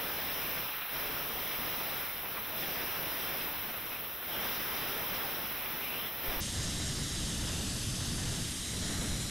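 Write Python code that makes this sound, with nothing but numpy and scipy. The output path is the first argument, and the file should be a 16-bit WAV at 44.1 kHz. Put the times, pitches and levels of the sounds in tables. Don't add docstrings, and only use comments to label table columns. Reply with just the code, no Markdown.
import sys
import numpy as np
from scipy import signal
from scipy.io import wavfile
from scipy.ndimage import uniform_filter1d, minimum_filter1d

SR = 44100
rng = np.random.default_rng(int(sys.argv[2]) if len(sys.argv) > 2 else 0)


def unload_wav(signal):
    wavfile.write(
        sys.argv[1],
        SR,
        np.round(np.clip(np.atleast_2d(signal).T, -1, 1) * 32767).astype(np.int16),
    )


N = 410350
CUT_S = 6.404
SIZE, HOP = 1024, 256
HZ = np.fft.rfftfreq(SIZE, 1 / SR)[:, None]
T = np.arange(N // HOP + 5) * HOP / SR


def gain_of(db):
    return 10 ** (np.asarray(db) / 20)


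def evened(x):
    return x / np.sqrt(np.mean(abs(x) ** 2) + 1e-20)


def read(points):
    hz, value = np.transpose(points)
    return np.interp(np.log(HZ + 1), np.log(hz + 1), value)


def follow(rows):
    seconds, *columns = np.transpose(rows)
    return [np.interp(T, seconds, column) for column in columns]


def bump(hz, width):
    return np.exp(-.5 * ((HZ - hz) / width) ** 2)


def cusp(hz, width):
    return 1 / (1 + ((HZ - hz) / width) ** 2)


def window(start, end, edge):
    return np.clip(np.minimum(T - start, end - T) / edge, 0, 1)


def blend(spectra, levels_db):
    power = 0
    for spectrum, level_db in zip(spectra, levels_db):
        shape = evened(gain_of(read(spectrum)))
        power = power + (shape * gain_of(level_db)) ** 2
    return np.sqrt(power)


def smoothed_field(field, bins, frames):
    across_bins = uniform_filter1d(field, size=bins, axis=0)
    return evened(uniform_filter1d(across_bins, size=frames, axis=1))


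def turbulence(patchy_db, flutter_db):
    a, b, c, d, patches, flutter = rng.standard_normal((len(T), len(HZ), 6)).T
    patches = smoothed_field(patches, bins=14, frames=12)
    flutter = smoothed_field(flutter, bins=150, frames=3)
    strength = gain_of(patchy_db * patches + flutter_db * flutter)
    return strength * np.array([a + 1j * b, c + 1j * d])


def sound(z):
    waves = signal.istft(z, nperseg=SIZE, noverlap=SIZE - HOP)[1][:, :N]
    return waves / np.sqrt(SIZE * 8 / 3 / 4)


# frequency in Hz, relative density in dB per Hz.
FAR_RUMBLE = [(15, -21.5), (40, -4), (200, -3.5), (600, -4), (1000, -10), (1600, -27.5)]
FAR_ROAR = [(400, -13.5), (900, -5), (1300, -3.5), (1800, -4.5), (2500, -4.5), (3200, -6), (3800, -8),
            (4400, -11.5), (5200, -40)]
FAR_HISS = [(3800, -53), (4600, -5.5), (5400, -2.5), (6100, -7), (7000, -20), (8000, -24), (9000, -9),
            (10000, -15), (10800, -35)]
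FAR_SHRILL = [(9400, -40), (10300, -14), (11500, -8), (13500, -5), (14500, -3.5), (15800, 0), (16200, -60)]
# time in seconds, strength in dB.
FAR_THRUST = [(0, 0), (.55, 0.5), (.7, -4), (.89, -6.5), (.95, 0), (1.3, -1.5), (1.7, 0.5), (2.0, -1.5),
              (2.15, -5), (2.52, -5), (2.6, 0.5), (3.45, -0.5), (3.55, -4.5), (3.9, -5), (4.2, -9),
              (4.3, -3), (4.45, 3), (4.6, 1), (5.28, 0), (5.42, -3), (6.05, -3), (6.12, -6.5), (6.21, -5.5),
              (6.27, 1.5), (6.4, 0)]
# level at 0 dB thrust in dB, rise in dB per dB of thrust.
FAR_PARTS = [(-36, 0.87), (-41, 1.02), (-44.5, 1.18), (-34, 0.58)]
# start in seconds, end in seconds,
# roar change in dB, rumble change in dB, change of the unshared sound in dB.
TIPS = [(0.673, 0.92, 2, -10, -9), (6.24, 6.45, -0.5, 4, -3)]
# center in Hz, half width in Hz, gain at the center in dB.
NOTCHES = [(4500, 60, -30), (6520, 150, -20), (7400, 130, -11), (8230, 140, -12), (9780, 140, -17)]
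# start in seconds, end in seconds, from in Hz, to in Hz, boost in dB.
SWEEPS = [(4.28, 4.5, 2900, 3400, 3), (5.78, 6.11, 2150, 3500, 6.5)]
# time in seconds, boost in dB, center in Hz.
PUFFS = [(2.25, 3, 1300), (2.378, 8.5, 1500)]
# frequency in Hz, correlation from 0 to 1.
LIKENESS = [(60, .72), (300, .72), (700, .77), (1400, .81), (3100, .82), (6800, .82), (10000, .82),
            (15000, .9)]
# frequency in Hz, lead of the left port in radians.
PORT_PHASE = [(100, 0), (4000, -.15), (5000, -.05), (9900, 0), (10600, -.55), (15700, -.95)]
TIP_EDGE_S = .03
SWEEP_WIDTH_HZ, SWEEP_EDGE_S = 260, .06


def housed_camera():
    thrust_db, = follow(FAR_THRUST)
    roar_db, rumble_db, hiss_db, shrill_db = [db + share * thrust_db for db, share in FAR_PARTS]
    width_db = 0 * T
    for start, end, to_roar_db, to_rumble_db, to_width_db in TIPS:
        tipped = window(start, end, TIP_EDGE_S)
        roar_db = roar_db + to_roar_db * tipped
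        rumble_db = rumble_db + to_rumble_db * tipped
        width_db = width_db + to_width_db * tipped
    bands = [FAR_ROAR, FAR_RUMBLE, FAR_HISS, FAR_SHRILL]
    colour = blend(bands, [roar_db, rumble_db, hiss_db, shrill_db])

    shape_db = sum(db * cusp(hz, width) for hz, width, db in NOTCHES)
    for start, end, from_hz, to_hz, db in SWEEPS:
        center_hz = np.interp(T, [start, end], [from_hz, to_hz])
        shape_db = shape_db + db * window(start, end, SWEEP_EDGE_S) * bump(center_hz, SWEEP_WIDTH_HZ)
    for s, db, hz in PUFFS:
        puff = np.exp(-.5 * ((T - s) / 0.01) ** 2)
        shape_db = shape_db + db * bump(hz, 700) * puff

    one, other = turbulence(patchy_db=.9, flutter_db=.7)
    likeness = np.clip(read(LIKENESS), 0, 1)
    shared = np.sqrt((1 + likeness) / 2) * one
    unshared = np.sqrt((1 - likeness) / 2) * other * gain_of(width_db)
    half_turn = np.exp(.5j * read(PORT_PHASE))
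    ports = np.array([(shared + unshared) * half_turn, (shared - unshared) / half_turn])
    return sound(ports * colour * gain_of(shape_db))


# time in seconds, peak before gain control in dB,
# length in ms (four standard deviations of the bell; negative for a pull).
THUMPS = [(6.29, -27, 26), (6.315, -37, -28), (6.373, -31, 27)]


def thumps():
    t = np.arange(N) / SR
    out = np.zeros(N)
    for s, db, ms in THUMPS:
        u = (t - s) / (ms / 4000)
        pulse = (1 - .4 * u ** 2) * np.exp(-.5 * u ** 2)
        out += np.sign(ms) * gain_of(db) * pulse
    return out


# frequency in Hz, relative density in dB per Hz.
NEAR_RUMBLE = [(7.1, -32), (12, -10), (54, -2.5), (150, -3), (285, -8), (355, -12.5), (500, -15),
               (650, -16.5), (1100, -120)]
NEAR_BODY = [(250, -52), (450, -7), (700, 7), (1100, -4.5), (1400, -1), (1800, 1.5), (2100, -11),
             (2500, -52), (3500, -56)]
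NEAR_HISS = [(1500, -12.5), (2350, -5), (2900, -7.5), (3800, -6.5), (4050, -4), (4200, -4.5), (4600, -4),
             (5900, -6), (6200, -5.5), (6700, -7.5), (7600, -8), (9500, -61)]
NEAR_FIZZ = [(6500, -18), (7600, -2.5), (9000, -3), (10500, -5.5), (12000, -11.5), (13500, -20),
             (14500, -30), (15500, -52)]
# time in seconds, rumble change in dB, body change in dB.
NEAR_SURGE = [(6.41, -1, -10), (6.48, -2.5, -4), (6.6, 0, 1.5), (7.1, 0, -5), (7.5, 2.5, -0.5),
              (7.95, -0.5, -7), (8.05, 2, -1), (8.4, 3.5, 0), (8.54, -5.5, -11), (8.64, -5.5, -8),
              (8.8, 1.5, -2.5), (8.93, 3.5, 3), (9.12, 2.5, -0.5), (9.3, -3, -5)]
# level at the change of camera in dB, trend in dB per second.
NEAR_PARTS = [(-36, -.5), (-38.5, -0.5), (-46, 0), (-42, 0.3)]
# time in seconds, stretch as a fraction.
DRIFT = [(6.4, .01), (6.65, -.017), (7.05, -.012), (7.25, 0), (7.62, .066), (8.25, .03), (8.85, -.054),
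         (9.31, -.085)]
# delay in ms before stretch, share of the direct sound,
# how much of the drift the path follows.
ECHOES = [(.259, .07, 0), (.322, .1, 0), (.414, -.09, 1), (.575, .21, 1), (.621, .07, 1.3), (.667, .05, 1),
          (.771, .09, .6), (.955, .08, 1), (1.075, .14, 1), (1.162, -.09, .6)]
# center in Hz before drift,
# half width in Hz, gain at the center in dB.
HOLLOWS = [(2290, 110, -3), (4250, 67, -2), (6000, 83, 1)]
# frequency in Hz, side relative to mid in dB.
NEAR_SIDE = [(60, -54), (110, -71), (200, -57), (380, -46), (700, -40), (1290, -45), (2380, -51),
             (4400, -53.5), (8120, -50.5), (15000, -28)]
HISS_PER_BODY = 0.14
HOLLOW_FOLLOWS = 0.66


def ground_camera():
    rumble_db, body_db = follow(NEAR_SURGE)
    surges_db = [HISS_PER_BODY * body_db, rumble_db, body_db, 0]
    levels_db = []
    for (db, trend_db), surge_db in zip(NEAR_PARTS, surges_db):
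        levels_db.append(db + surge_db + trend_db * (T - CUT_S))
    colour = blend([NEAR_HISS, NEAR_RUMBLE, NEAR_BODY, NEAR_FIZZ], levels_db)

    drift, = follow(DRIFT)
    echoes = 0
    for ms, share, moves in ECHOES:
        delay_s = ms / 1000 * (1 + moves * drift)
        echoes = echoes + share * np.exp(-2j * np.pi * HZ * delay_s)
    ripple = np.exp(echoes)
    hollow_db = 0
    for hz, width, db in HOLLOWS:
        hollow_db = hollow_db + db * cusp(hz / (1 + HOLLOW_FOLLOWS * drift), width)

    mid, side = turbulence(patchy_db=.8, flutter_db=.7)
    side = side * gain_of(read(NEAR_SIDE))
    stereo = np.array([mid + side, mid - side])
    return sound(stereo * colour * ripple * gain_of(hollow_db))


def scene():
    second = np.clip((np.arange(N) / SR - CUT_S) / .002 + .5, 0, 1)
    return (1 - second) * (housed_camera() + thumps()) + second * ground_camera()


LIMIT_DB, SQUEEZE = -28, .55
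EDGE_HZ = 15760


def record(dry):
    peak = -minimum_filter1d(-abs(dry).max(0), size=60)
    over_db = np.maximum(20 * np.log10(peak + 1e-9) - LIMIT_DB, 0)
    smooth_over_db = uniform_filter1d(uniform_filter1d(over_db, size=40), size=30)
    held = dry / gain_of(SQUEEZE * smooth_over_db)
    low_pass = signal.firwin(1023, EDGE_HZ, window=("kaiser", 10), fs=SR)
    return signal.oaconvolve(held, low_pass[None], "same")


dry = scene()
out = record(dry)
unload_wav(out)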